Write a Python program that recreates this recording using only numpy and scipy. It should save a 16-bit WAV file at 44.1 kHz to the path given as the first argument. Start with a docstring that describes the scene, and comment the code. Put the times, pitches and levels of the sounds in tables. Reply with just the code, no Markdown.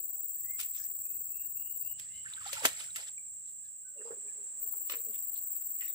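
"""At the edge of a forest creek, close to the microphones, a mesh fish trap is dipped and lifted.
Water made of damped rings and shaped noise splashes, trickles and bubbles, with one big slap.
All round, flickering noise bands hiss as cicadas; on the left a katydid rasps two bouts of pulsed noise.
Far off a bird whistles rising sine notes, and a light breeze of low noise rumbles.
Leaves rustle in clumped grains; later come hollow gulps of fluttering tone and a crackling stem."""
import sys
import numpy as np
from scipy import signal
from scipy.fft import rfft, irfft, next_fast_len
from scipy.io import wavfile
from scipy.ndimage import map_coordinates

SR = 44100
rng = np.random.default_rng(int(sys.argv[2]) if len(sys.argv) > 2 else 0)


def dump_mix(stems):
    """Bounce the given channels to the path in sys.argv[1] as a 16-bit WAV at rate SR."""
    frames = np.atleast_2d(stems).T  # one column per channel
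    limited = np.clip(frames, -1, 1)  # hard clip at full scale
    pcm = np.round(limited * 32767).astype(np.int16)
    wavfile.write(sys.argv[1], SR, pcm)


N = 262350  # samples in the scene


def amp(db):
    """Decibels to gain."""
    return 10 ** (np.asarray(db) / 20)


def unit(x):
    """Scaled to rms 1."""
    return x / np.sqrt(np.mean(x ** 2) + 1e-20)


def along(points, hz):
    """Interpolate (frequency, value) points on a log frequency axis."""
    f, v = np.transpose(points)
    return np.interp(np.log(hz + 1), np.log(f + 1), v)


def curves(rows):
    """One value per sample for each column after the time."""
    s, *cols = np.transpose(rows)
    return [np.interp(np.arange(N) / SR, s, c) for c in cols]


def wobble(rate, size=N):
    """A smooth random curve, rate knots a second."""
    knots = rng.standard_normal(int(size * rate / SR) + 4)
    return map_coordinates(knots, [np.arange(size) * rate / SR])


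def filtered(x, response):
    """x with its spectrum multiplied by a function of frequency."""
    size = x.shape[-1]
    m = next_fast_len(size + 8192)
    return irfft(rfft(x, m) * response(np.fft.rfftfreq(m, 1 / SR)), m)[..., :size]


def coloured(x, spectrum):
    """x with a spectrum that falls off steeply beyond its ends, at rms 1."""
    low, high = spectrum[0][0], spectrum[-1][0]

    def response(hz):
        skirts = np.minimum(1, hz / low) ** 4 * np.minimum(1, high / (hz + 1)) ** 8
        return amp(along(spectrum, hz)) * skirts
    return unit(filtered(x, response))


def noise(alike, size=N):
    """White stereo noise; alike is the share of power common to both channels."""
    alike = np.clip(alike, 0, 1)
    shared = np.sqrt(alike) * rng.standard_normal(size)
    return shared + np.sqrt(1 - alike) * rng.standard_normal((2, size))


def crackle(alike, spiky_db, size=N):
    """Noise broken into grains of about a millisecond."""
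    return unit(noise(alike, size) * amp(spiky_db * wobble(1100, size)))


def droplets(rate, spread_db, cycles, size=N):
    """A stereo shower of tiny damped rings, rate a second, each of its own pitch, size and side."""
    u = rng.random((int(rate * size / SR), 4))  # random time, pitch, size and side
    t = np.arange(SR // 300) / SR
    hz = 600 * 25 ** u[:, 1:2]
    life = np.minimum(cycles / hz, t[-1] / 3)  # decay time constant
    strength = amp(-spread_db * np.log(np.maximum(u[:, 2:3], .02))) * np.sqrt(hz / life)
    rings = strength * np.exp(-t / life) * np.sin(2 * np.pi * hz * t)
    at = ((u[:, :1] * size).astype(int) + np.arange(len(t))).ravel()
    side = np.pi * (u[:, 3:] * .8 - .15)
    gains = (np.cos(side), np.sin(side))
    return unit(np.array([np.bincount(at, (rings * g).ravel(), size)[:size] for g in gains]))


def burst(t, rise, t60):
    """An envelope that rises from time 0 and dies away."""
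    t = np.maximum(t, 0)
    return amp(-60 * t / t60) * (1 - np.exp(-t / rise))


def swell(t, rise, t60):
    """An envelope that grows to its peak at time 0 and dies away."""
    log_gain = np.minimum(t / rise, -np.log(1000) * t / t60)
    return np.exp(np.maximum(-20, log_gain))


def pan(db):
    """Left and right gains for a level difference, left minus right."""
    return amp(np.array([[db], [-db]]) / 2)


def add(track, s, sound):
    """Mix a sound into a track from time s."""
    part = track[..., max(0, round(s * SR)):][..., :sound.shape[-1]]
    part += sound[..., :part.shape[-1]]


# echo among the trees: (frequency [Hz], t60 [s])
FOREST_T60 = [(200, 0.073), (2000, 0.4), (8000, 0.33), (16000, 0.46)]


def forest(x):
    """Diffuse echo from trunks and leaves: noise that decays at its own rate in each band."""
    hz, t, z = signal.stft(rng.standard_normal((2, SR // 2)), SR, nperseg=256)
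    decay = amp(-60 * t / along(FOREST_T60, hz)[:, None])
    tail = signal.istft(z * decay, SR, nperseg=256)[1]
    return signal.fftconvolve(np.atleast_2d(x), tail / np.linalg.norm(tail[0]), axes=1)[:, :N]


# breeze rumble: (time [s], level [dB])
BREEZE_LEVEL = [(0, -81), (.5, -74), (1.5, -72.5), (2.6, -67), (3.2, -77.5), (3.65, -76.5), (3.9, -83.5),
                (5.95, -80)]
# its spectrum: (frequency [Hz], relative level [dB per Hz])
RUMBLE_SPECTRUM = [(25, -27.5), (45, -17), (70, -1.5), (100, -2), (145, -2), (200, -14), (400, -32)]
# faint wash of the forest: (time [s], level [dB])
WASH_LEVEL = [(0, -75.5), (3.3, -78), (3.85, -82), (4.1, -70.5)]
# its spectrum: (frequency [Hz], relative level [dB per Hz])
WASH_SPECTRUM = [(200, 8.5), (500, 4), (1150, 0.5), (1800, 1.5), (2800, -3.5), (4500, -4.5), (6000, -29.5),
                 (12000, -35)]
# stirring leaves: (time [s], level [dB])
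LEAVES_LEVEL = [(0, -100), (1.8, -91.5), (3.2, -83), (5.2, -83.5)]
# their spectrum: (frequency [Hz], relative level [dB per Hz])
LEAVES_SPECTRUM = [(900, -4), (1800, 7), (3000, 8.5), (4200, 4), (5800, -15.5), (11000, -19.5)]
DEEP_DB = -85.5  # ever-present rumble of the air


def background():
    """A light breeze rumbles and stirs leaves under the faint wash of the forest."""
    rumble_db, = curves(BREEZE_LEVEL)
    wash_db, = curves(WASH_LEVEL)
    leaf_db, = curves(LEAVES_LEVEL)
    rumble = unit(coloured(noise(0.52), RUMBLE_SPECTRUM) * amp(1.6 * wobble(17)))
    deep = coloured(noise(0.26), [(20, 0.0), (60, 0.5), (120, -10.5)])
    leaves = coloured(noise(0.084), LEAVES_SPECTRUM) * amp(0.73 * wobble(22))
    wash = coloured(noise(0.02), WASH_SPECTRUM)
    return amp(rumble_db) * rumble + amp(DEEP_DB) * deep + amp(wash_db) * wash + amp(leaf_db) * leaves


# cicada chorus, before a lift of 2 dB: (time [s], level [dB])
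CHORUS_LEVEL = [(0.0, -47), (0.61, -45.5), (1.59, -47), (2.95, -45), (3.91, -48.5), (4.24, -44),
                (5.95, -45)]
# its main band: (frequency [Hz], relative level [dB per Hz])
CICADA_SPECTRUM = [(6100, -95), (6400, -50), (6900, -15.5), (7200, -9.5), (7440, 0), (7550, 4.5),
                   (7650, -0.5), (7760, 2.5), (7980, 1), (8250, -6), (8600, -13.5), (9000, -23.5),
                   (9600, -34), (10000, -63)]
# thin whine of far insects: (frequency [Hz], relative level [dB per Hz])
WHINE_SPECTRUM = [(9500, -49.5), (12000, -61.5), (14000, -1.5), (14800, 3.5), (15200, 19.5), (15550, 2.5),
                  (15900, -10)]
CHORUS_PAN_DB, WHINE_PAN_DB = -2.4, 4.5  # left minus right


def cicadas():
    """Many tymbals blur into a fluttering band, a little right; a thin whine an octave up leans left."""
    level_db, = curves(CHORUS_LEVEL)
    band = unit(coloured(noise(0.072), CICADA_SPECTRUM) * amp(0.51 * wobble(170)))
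    whine = coloured(noise(.15), WHINE_SPECTRUM) * amp(1.8 * wobble(36))
    return amp(level_db + 2) * band * pan(CHORUS_PAN_DB) + amp(-64.5) * whine * pan(WHINE_PAN_DB)


# katydid bouts: (start [s], end [s], time of one chirp [s], chirp rate [1/s], tilt [dB per octave])
KATYDID_BOUTS = [(-.1, 1.93, .026, 19.77, 0), (4.597, 6.1, 4.615, 21.38, -6)]
# wing strokes of a chirp: (centre [chirp periods], half width [chirp periods], level [dB])
WING_STROKES = [(.105, .08, -2.3), (.34, .09, .6), (.585, .115, 1)]
# rasp of the wings: (frequency [Hz], relative level [dB per Hz])
WING_SPECTRUM = [(9600, -46.5), (10400, -19.5), (12000, -19), (13200, -9), (14400, 2), (15450, 5.5),
                 (15700, 4.5)]
CHIRP_DB, CHIRP_PAN_DB = -35.5, 10  # overall gain; left minus right
GAP_DB = -13  # scattered wash between strokes, relative to the song
CHIRP_SWAY_DB = .7  # slow swelling from chirp to chirp


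def katydid():
    """On the left, each chirp is three rasping wing strokes; leaves scatter a weak wash into the gaps."""
    t, song = np.arange(N) / SR, np.zeros((2, N))
    for start, end, first, rate, tilt in KATYDID_BOUTS:
        cycle = (t - first) * rate % 1
        strokes = np.zeros(N)
        for centre, width, db in WING_STROKES:
            strokes += amp(db) * np.exp(-np.abs((cycle - centre) / width) ** 3)
        singing = np.clip((t - start) / .004, 0, 1) * np.clip((end - t) / .02 + 1, 0, 1)
        spectrum = [(hz, db + tilt * np.log2(hz)) for hz, db in WING_SPECTRUM]
        rasp = coloured(crackle(0.047, spiky_db=-0.45), spectrum)
        uneven = amp(0.62 * wobble(45) + CHIRP_SWAY_DB * wobble(10))
        song += singing * np.hypot(strokes * uneven, amp(GAP_DB)) * rasp
    return amp(CHIRP_DB) * song * pan(CHIRP_PAN_DB)


def whistle(length, last_hz, slur, hoarse):
    """One slightly hoarse note that swells and fades as it slurs up to its pitch."""
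    u = np.linspace(0, 1, int(length * SR))
    hz = last_hz * (1 - slur * np.exp(-(u / .39) ** 2)) * (1 + hoarse * wobble(300, len(u)))
    return np.abs(np.sin(np.pi * u)) ** 0.61 * np.sin(2 * np.pi * np.cumsum(hz) / SR)


# short level peeps and low coos, before the direct and echo gains: (start [s], level [dB], pitch [Hz])
PEEP_ROWS = [(.02, -66.5, 347), (.16, -68, 812), (.355, -69, 1840), (0.421, -66, 345), (.78, -67, 1660),
             (1.41, -70.5, 1715), (2.04, -65, 1830), (3.63, -71, 1693), (3.839, -68.5, 1495),
             (4.264, -66, 1722), (4.431, -74.5, 1742)]
PEEP_S = 0.048  # length
SERIES_S, NOTE_GAP_S, NOTE_S = 1.02, .265, .175  # first note's start, note spacing, note length
SERIES_TOP_HZ, SERIES_CLIMB_HZ = 2997, 379.3  # pitch the series climbs towards, and by how much
SERIES_DB, SERIES_SWELL_DB = -56, 12  # level it climbs towards before the gains, and by how much
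SERIES_SETTLE, NOTE_SLUR = .6, .06  # share of climb left after each note; upslur, share of pitch
HOARSE, WAVER_DB = .02, 1.5  # fast random pitch flutter, share of pitch; unsteady level


def bird(count=5):
    """Far, evenly spaced whistles climb and swell; peeps and lower whistles join, blurred by the trees."""
    song = np.zeros(N)
    for k in range(count):
        left = SERIES_SETTLE ** k  # share of the climb still to come
        note = whistle(NOTE_S, SERIES_TOP_HZ - SERIES_CLIMB_HZ * left, NOTE_SLUR, HOARSE)
        add(song, SERIES_S + k * NOTE_GAP_S, amp(SERIES_DB - SERIES_SWELL_DB * left) * note)
    for s, db, hz in PEEP_ROWS:
        add(song, s, amp(db) * whistle(PEEP_S, hz, 0, HOARSE))
    song = song * amp(WAVER_DB * wobble(30))
    return amp(-7.5) * song + amp(-1.5) * forest(song) + low_whistles()


# single lower whistles: (start [s], length [s], last pitch [Hz], level [dB])
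LOW_WHISTLES = [(0.427, 0.145, 2115, -52), (2.025, .2, 2120, -61)]
WHISTLE_SLUR, WHISTLE_HOARSE = 0.1, .014  # upslur and flutter, shares of the pitch
WHISTLE_SWELL_DB, WHISTLE_ECHO_DB = 16.5, -6  # growth over the note; echo level


def low_whistles():
    """A nearer bird glides up in one smooth note that grows louder towards its end."""
    song = np.zeros(N)
    for s, length, hz, db in LOW_WHISTLES:
        note = whistle(length, hz, WHISTLE_SLUR, WHISTLE_HOARSE)
        add(song, s, amp(db + np.linspace(-WHISTLE_SWELL_DB, 0, len(note))) * note)
    return song + amp(WHISTLE_ECHO_DB) * forest(song)


# hits on the water: (time [s], level [dB], t60 [s], falling drops [dB], low body [dB],
# left minus right [dB]); drops and body are relative to the hit
SPLASH_ROWS = [(0.592, -36.5, 0.09, 1, -29, -0.5), (.612, -41, .1, -5.5, -32, .5),
               (1.997, -33.5, 0.019, -19.5, -28, -2.5), (2.53, -27, 0.032, -16.5, -29, 1.5),
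               (2.6513, -18, 0.021, -25.5, 1.5, -1.5), (2.6532, -16, 0.053, -16.5, -17.5, 2.5),
               (2.9594, -32.5, 0.065, -11.5, -23.5, -1.5)]
# thrown droplets: (frequency [Hz], relative level [dB per Hz])
SPRAY_SPECTRUM = [(400, -35), (1000, -14), (2000, -1.5), (2900, 3), (4200, 0.5), (6000, -0.5), (8000, 7.5),
                  (11000, 0), (15500, 1.5)]
# low push of the water: (frequency [Hz], relative level [dB per Hz])
BODY_SPECTRUM = [(90, -22.5), (150, -11), (200, -17), (280, -3.5), (360, -13.5), (480, 0), (700, -3.5),
                 (1200, -3.5), (2000, 0.5), (4000, -16.5)]
SPLASH_RISE_S = .0005
LEAD_DB, LEAD_S = -14.5, 0.01  # mesh meets the water around the hit: relative level, swell time
FALLBACK_S, FALLBACK_T60_S = 0.006, 0.17  # thrown drops land again: delay, dying time
FALLBACK_CLUMP_DB = 2.5  # how unevenly they land


def splashes():
    """Each hit throws a spray over a low push and the drops fall back; small splashes lack deep bass."""
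    out, t = np.zeros((2, N)), np.arange(-SR // 25, SR // 4) / SR
    for s, db, t60, fall_db, body_db, pan_db in SPLASH_ROWS:
        drops = droplets(6000, spread_db=3, cycles=1.2, size=len(t))
        spray = coloured(noise(0, len(t)) + drops, SPRAY_SPECTRUM)
        body = coloured(noise(0.85, len(t)), BODY_SPECTRUM)
        lead = amp(LEAD_DB) * np.exp(-np.abs(t) / LEAD_S)
        landing = amp(fall_db + FALLBACK_CLUMP_DB * wobble(260, len(t)))
        fallback = landing * burst(t - FALLBACK_S, SPLASH_RISE_S, FALLBACK_T60_S)
        strength = np.sqrt(lead ** 2 + burst(t, SPLASH_RISE_S, t60) ** 2 + fallback ** 2)
        add(out, s + t[0], amp(db) * strength * (spray + amp(body_db) * body) * pan(pan_db))
    return signal.sosfilt(signal.butter(2, 140, "highpass", fs=SR, output="sos"), out)


# twigs and drops: (time [s], level [dB], pitch [Hz], t60 [s])
TICK_ROWS = [(.593, -41.5, 1390, 0.047), (0.633, -52, 3050, .03), (.647, -50, 2150, .03),
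             (.782, -46, 6100, .025), (.796, -54, 5300, .02), (.798, -53.5, 1650, 0.071),
             (.829, -53, 5500, 0.027), (.841, -48, 5900, .02), (2.336, -33, 3680, 0.02),
             (2.638, -33, 1200, .01), (2.6565, -29, 3000, .08), (2.9043, -41.5, 3880, .025),
             (2.9587, -34.5, 2020, 0.046), (3.0819, -45, 3260, 0.026), (3.477, -61.5, 4030, 0.018),
             (3.655, -58, 3980, 0.013), (4.984, -49.5, 4000, .025), (5.36, -51, 3480, 0.032),
             (5.808, -45, 2800, 0.068), (5.809, -48, 1950, .05), (5.822, -46, 1900, 0.054),
             (5.851, -56, 3850, .03), (5.885, -53, 3800, 0.031)]


def ticks():
    """A tick is a short, rough ring with a little bright noise."""
    out, t = np.zeros((2, N)), np.arange(SR // 20) / SR
    for s, db, hz, t60 in TICK_ROWS:
        ring = np.sin(2 * np.pi * hz * t + 0.9 * wobble(900, len(t)))
        bright = amp(-12.5) * coloured(noise(.3, len(t)), SPRAY_SPECTRUM)
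        add(out, s, amp(db) * burst(t, .0004, t60) * (ring + bright))
    return out


# bank plants, before a lift of 1 dB: (peak time [s], level [dB], swell [s], t60 [s],
# centre [Hz], width [octaves])
RUSTLE_ROWS = [(.76, -58.5, 0.017, 0.31, 2800, 0.97), (.785, -52, 0.014, 0.12, 6100, .2),
               (0.839, -54.5, .018, 0.1, 5800, 0.27), (.84, -68, 0.023, .2, 1970, 0.32),
               (1.85, -67.5, 0.016, 0.25, 4930, 0.38), (3.486, -66.5, 0.028, 0.27, 6490, 1.8),
               (3.66, -69, 0.016, .3, 6500, 1.2), (3.988, -61, 0.0046, 0.22, 2740, .05),
               (4.016, -62.5, 0.0087, .14, 1470, 0.44), (4.075, -59, 0.013, 0.18, 1000, 0.38),
               (4.112, -55, 0.0051, 0.12, 1140, .55), (4.08, -66, 0.041, 0.28, 3430, 0.82),
               (4.278, -63.5, .004, 0.1, 2330, 0.096), (4.92, -52.5, 0.024, 0.16, 3280, 1.2),
               (5.147, -61, 0.011, 0.17, 2700, 0.48), (5.365, -61, .014, 0.19, 3640, 0.53),
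               (5.825, -51.5, 0.011, 0.21, 1920, 0.12), (5.82, -52, 0.008, 0.19, 2680, 0.16),
               (5.825, -60.5, 0.016, 0.3, 5400, 0.86), (5.87, -65, .04, 0.2, 5750, .06),
               (5.89, -62, 0.036, .2, 3680, 0.083), (5.885, -62, .015, 0.12, 2220, 0.26)]
LEAF_RING_DB = 4  # how unevenly the leaves of one rustle ring across the spectrum


def rustles(count=90):
    """Leaves brush past in swells of clumped grains, each time ringing at other pitches."""
    out, t = np.zeros((2, N)), np.arange(-SR // 10, SR // 4) / SR
    for s, db, rise, t60, centre_hz, octaves in RUSTLE_ROWS:
        ring_db = LEAF_RING_DB * rng.standard_normal(count)

        def band(hz):
            ringing = amp(np.interp(hz, np.linspace(0, SR / 2, count), ring_db))
            return ringing / (1 + (np.log2((hz + 1) / centre_hz) / octaves) ** 4)
        grains = droplets(2000, spread_db=2, cycles=1.8, size=len(t)) + amp(-2) * noise(0.14, len(t))
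        clumps = amp(1.6 * wobble(190, len(t)))
        brush = unit(filtered(grains * clumps, band))
        add(out, s + t[0], amp(db + 1) * swell(t, rise, t60) * brush)
    return out * pan(-0.57)


def burble(rate, pitch_hz, spread_db):
    """A random stream of small bubbles, each rising a little in pitch as it dies."""
    out, t = np.zeros(N), np.arange(SR // 25) / SR
    for when, pitch, size in rng.random((int(rate * N / SR), 3)):
        hz = pitch_hz * 4 ** (pitch - .5)
        envelope = np.exp(-hz * t / 9) * (1 - np.exp(-hz * t))
        ring = envelope * np.sin(2 * np.pi * hz * t * (1 + 2 * t))
        add(out, when * N / SR, amp(spread_db * size) * ring)
    return unit(out)


# water running off the mesh, before a lift of 4.5 dB: (peak time [s], level [dB], swell [s],
# t60 [s], low slosh relative to the surge [dB])
SURGE_ROWS = [(2.03, -66, 0.025, 0.56, -32), (2.16, -69.5, 0.037, 0.54, -36), (2.29, -64.5, 0.051, 1, -34),
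              (2.47, -51, 0.028, 0.74, -29), (2.55, -48, 0.027, 0.75, -25), (2.67, -51.5, 0.053, 0.43, -16),
              (2.807, -50.5, 0.052, 0.38, -21), (2.992, -51, 0.018, .3, -15.5),
              (3.084, -56.5, 0.019, 0.11, -39)]
# pattering drops: (frequency [Hz], relative level [dB per Hz])
TRICKLE_SPECTRUM = [(300, -24), (550, -19), (900, -23), (1400, 2), (2400, 3), (3400, 4.5), (6000, 1.5),
                    (9000, 3), (15500, -8.5)]
# low slosh: (frequency [Hz], relative level [dB per Hz])
SLOSH_SPECTRUM = [(300, -13.5), (480, -0.5), (700, 6.5), (1100, -13)]


def runoff():
    """Water leaves the lifted mesh in surges: drops patter in spurts, slosh and stir up small bubbles."""
    t = np.arange(N) / SR
    flow, heave = np.zeros(N), np.zeros(N)
    for s, db, rise, t60, slosh_db in SURGE_ROWS:
        surge = amp(db) * swell(t - s, rise, t60)
        flow = np.hypot(flow, surge)
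        heave = np.hypot(heave, amp(slosh_db) * surge)
    patter = coloured(droplets(1900, spread_db=2.5, cycles=3.5) + noise(0.22), TRICKLE_SPECTRUM)
    spurts = amp(1.5 * wobble(45))
    fizz = amp(-6.5) * burble(300, pitch_hz=3540, spread_db=22.5)
    low_fizz = amp(-18.5) * burble(240, pitch_hz=1600, spread_db=23.5)
    trickle = spurts * patter + fizz + low_fizz
    slosh = coloured(rng.standard_normal(N), SLOSH_SPECTRUM)
    return amp(4.5) * (flow * trickle + heave * slosh) * pan(-1)


# the rising trap: (start [s], end [s], first pitch [Hz], last pitch [Hz])
GURGLE_SPAN = (2.24, 2.65, 1700, 950)
GURGLE_DB, GURGLE_SWELL_DB = -63.5, 10.5  # first bubbles before the lift in bubbles(); growth
GURGLE_PITCH_SPREAD, GURGLE_SPREAD_DB = 0.25, 3  # octaves and dB from bubble to bubble


def gurgle(count=36):
    """Rows (time [s], level [dB], pitch [Hz]) of bubbles growing deeper and louder as the trap comes up."""
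    start, end, first_hz, last_hz = GURGLE_SPAN
    u = (np.arange(count) + rng.random(count)) / count
    size, pitch = rng.standard_normal((count, 2)).T
    hz = first_hz * (last_hz / first_hz) ** u * 2 ** (GURGLE_PITCH_SPREAD * pitch)
    level_db = GURGLE_DB + GURGLE_SWELL_DB * u + GURGLE_SPREAD_DB * size
    return list(zip(start + (end - start) * u, level_db, hz))


# the clearest bubbles and drips, before a lift of 4.5 dB: (time [s], level [dB], pitch [Hz])
BUBBLE_ROWS = [(2.252, -51.5, 1384), (2.259, -39.5, 1800), (2.268, -46, 1590), (2.305, -53, 1640),
               (2.378, -43, 1550), (2.409, -48.5, 1280), (2.415, -50, 1770), (2.453, -44.5, 1360),
               (2.462, -40.5, 793), (2.492, -44.5, 1280), (2.530, -47, 560), (2.566, -39, 1350),
               (2.579, -46.5, 876), (2.607, -46.5, 886), (2.620, -46, 550), (2.713, -51, 1690),
               (2.806, -48, 1347), (2.886, -53.5, 1454), (2.962, -45, 1372), (2.98, -48, 2030),
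               (3.18, -43, 2327), (4.736, -58.5, 896), (4.737, -59.5, 1330)]
BUBBLE_T60_S, BUBBLE_DAMPING = 0.056, 0.38  # ring time at 1 kHz; power of pitch that shortens it


def bubbles():
    """Trapped air rings briefly and unsteadily at its own pitch; small, high bubbles die sooner."""
    out, t = np.zeros(N), np.arange(SR // 8) / SR
    for s, db, hz in list(BUBBLE_ROWS) + gurgle():
        t60 = BUBBLE_T60_S * (hz / 1000) ** -BUBBLE_DAMPING
        phase = 2 * np.pi * hz * t + 0.6 * wobble(250, len(t))
        add(out, s, amp(db + 4.5) * burst(t, .0012, t60) * np.sin(phase))
    return out * pan(-1)


# wet pops: (frequency [Hz], relative level [dB per Hz])
WET_SPECTRUM = [(700, -18.5), (1300, -1.5), (1800, 0.5), (3000, -0.5), (4500, -12)]
CHURN_DB, CHURN_SWELL_DB, CHURN_T60_S = -64.5, 8.5, .25  # first level, growth, dying time


def churn():
    """Water squeezes through the mesh in clumps of tiny wet pops that grow with the gurgle."""
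    start, end = GURGLE_SPAN[:2]
    t = np.arange(N) / SR
    lift = np.clip((t - start) / (end - start), 0, 1)
    dying = amp(-60 * np.maximum(t - end, 0) / CHURN_T60_S)
    active = np.clip((t - start) / 0.009, 0, 1) * dying
    pops = coloured(droplets(1300, spread_db=4, cycles=3), WET_SPECTRUM)
    clumps = amp(3 * wobble(60))
    return amp(CHURN_DB + CHURN_SWELL_DB * lift) * active * clumps * pops


# air pocket under the big slap: (time [s], level [dB])
PLOP_AT = (2.652, -31)
# its modes: (frequency [Hz], relative level [dB], t60 [s])
POCKET_MODES = [(286, 1.5, 0.065), (484, -1.5, 0.06), (665, 3.5, 0.05), (1235, 4, .022)]


def plop():
    """The big slap traps a pocket of air that rings low and briefly."""
    out, t = np.zeros(N), np.arange(SR // 8) / SR
    s, level_db = PLOP_AT
    for hz, db, t60 in POCKET_MODES:
        add(out, s, amp(level_db + db) * burst(t, 0.0012, t60) * np.sin(2 * np.pi * hz * t))
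    return out


# hollow gulps: (peak time [s], level [dB], pitch [Hz], half length [s])
GULP_ROWS = [(3.972, -59, 562, 0.011), (4.011, -51.5, 429, 0.022), (4.057, -48.5, 462, 0.006),
             (4.074, -49, 468, 0.015), (4.109, -33.5, 437, 0.0035), (4.122, -47, 475, 0.018),
             (4.179, -56.5, 410, 0.011), (4.265, -61.5, 420, 0.025), (4.401, -62, 424, 0.036),
             (4.645, -66.5, 445, 0.025), (4.779, -66, 438, 0.022), (4.965, -57.5, 472.5, 0.036),
             (5.089, -55, 432, 0.022), (5.096, -67.5, 588, 0.038), (5.1, -62, 216, 0.021)]
# their rough part: (frequency [Hz], relative level [dB per Hz])
RASP_SPECTRUM = [(130, -13.5), (220, -5), (330, -3), (580, 5.5), (760, -12), (1150, -12), (1600, -21),
                 (3000, -22)]
GULP_RASP_DB, GULP_FLUTTER_DB = -12, 2  # rough part relative to the tone; unsteady level


def gulps():
    """Soft hollow tones swell, flutter and sag in pitch over a low rasp."""
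    out, t = np.zeros(N), np.arange(-SR // 10, SR // 10) / SR
    for s, db, hz, half in GULP_ROWS:
        phase = 2 * np.pi * hz * t * (1 - 0.5 * t) + 0.75 * wobble(117.6, len(t))
        rasp = coloured(rng.standard_normal(len(t)), RASP_SPECTRUM)
        tone = np.sin(phase) + amp(GULP_RASP_DB) * rasp
        level = amp(db + GULP_FLUTTER_DB * wobble(148.4, len(t)))
        add(out, s + t[0], level / np.cosh(np.pi / 2 * t / half) * tone)
    return out * pan(-3.5)


# crackles of a stem: (time [s], level [dB], tilt [dB per octave], t60 [s])
CRUNCH_ROWS = [(4.8965, -33, 2, 0.052), (4.908, -44, 0.5, 0.055), (4.9165, -40.5, 1, 0.08),
               (4.9235, -43, 0.5, 0.068), (4.933, -38, 1, .025), (4.9376, -38, -2, 0.036),
               (4.945, -46, -1.5, 0.099)]
# its fibres: (frequency [Hz], relative level [dB per Hz])
STEM_SPECTRUM = [(180, -27), (300, -5), (407, -4.5), (695, -5), (842, -21), (981, -1), (1470, -5),
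                 (2390, 1), (3050, 1), (3370, -14), (3600, -2.5), (4350, -6.5), (5010, -30), (5480, -5),
                 (6300, -15.5), (11000, -11), (14500, -30)]
CRUNCH_RISE_S = 0.00057


def crunches():
    """A stem gives way in separate quick crackles, the last two duller."""
    out, t = np.zeros((2, N)), np.arange(SR // 6) / SR
    for s, level_db, tilt, t60 in CRUNCH_ROWS:
        spectrum = [(hz, db + tilt * np.log2(hz)) for hz, db in STEM_SPECTRUM]
        fibres = coloured(crackle(0.4, spiky_db=1.3, size=len(t)), spectrum)
        add(out, s, amp(level_db) * burst(t, CRUNCH_RISE_S, t60) * fibres)
    return out


LEFT_LAG_S = 0.00021  # near sounds reach the left microphone this much later


def scene():
    """Near sounds at the bank, their faint echo, and the forest around."""
    water = splashes() + runoff() + bubbles() + churn() + plop() + gulps()
    near = water + ticks() + rustles() + crunches()
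    ears = np.array([[-1], [1]])  # left half a lag later, right half a lag earlier
    near = filtered(near, lambda hz: np.exp(1j * np.pi * hz * LEFT_LAG_S * ears))
    return near + amp(-16.5) * forest(near) + background() + cicadas() + katydid() + bird()


TOP_HZ = 15600  # band limit of the recorder


def record(dry):
    """The recorder keeps nothing above its band limit."""
    return filtered(dry, lambda hz: hz < TOP_HZ)


dry = scene()
out = record(dry)
dump_mix(out)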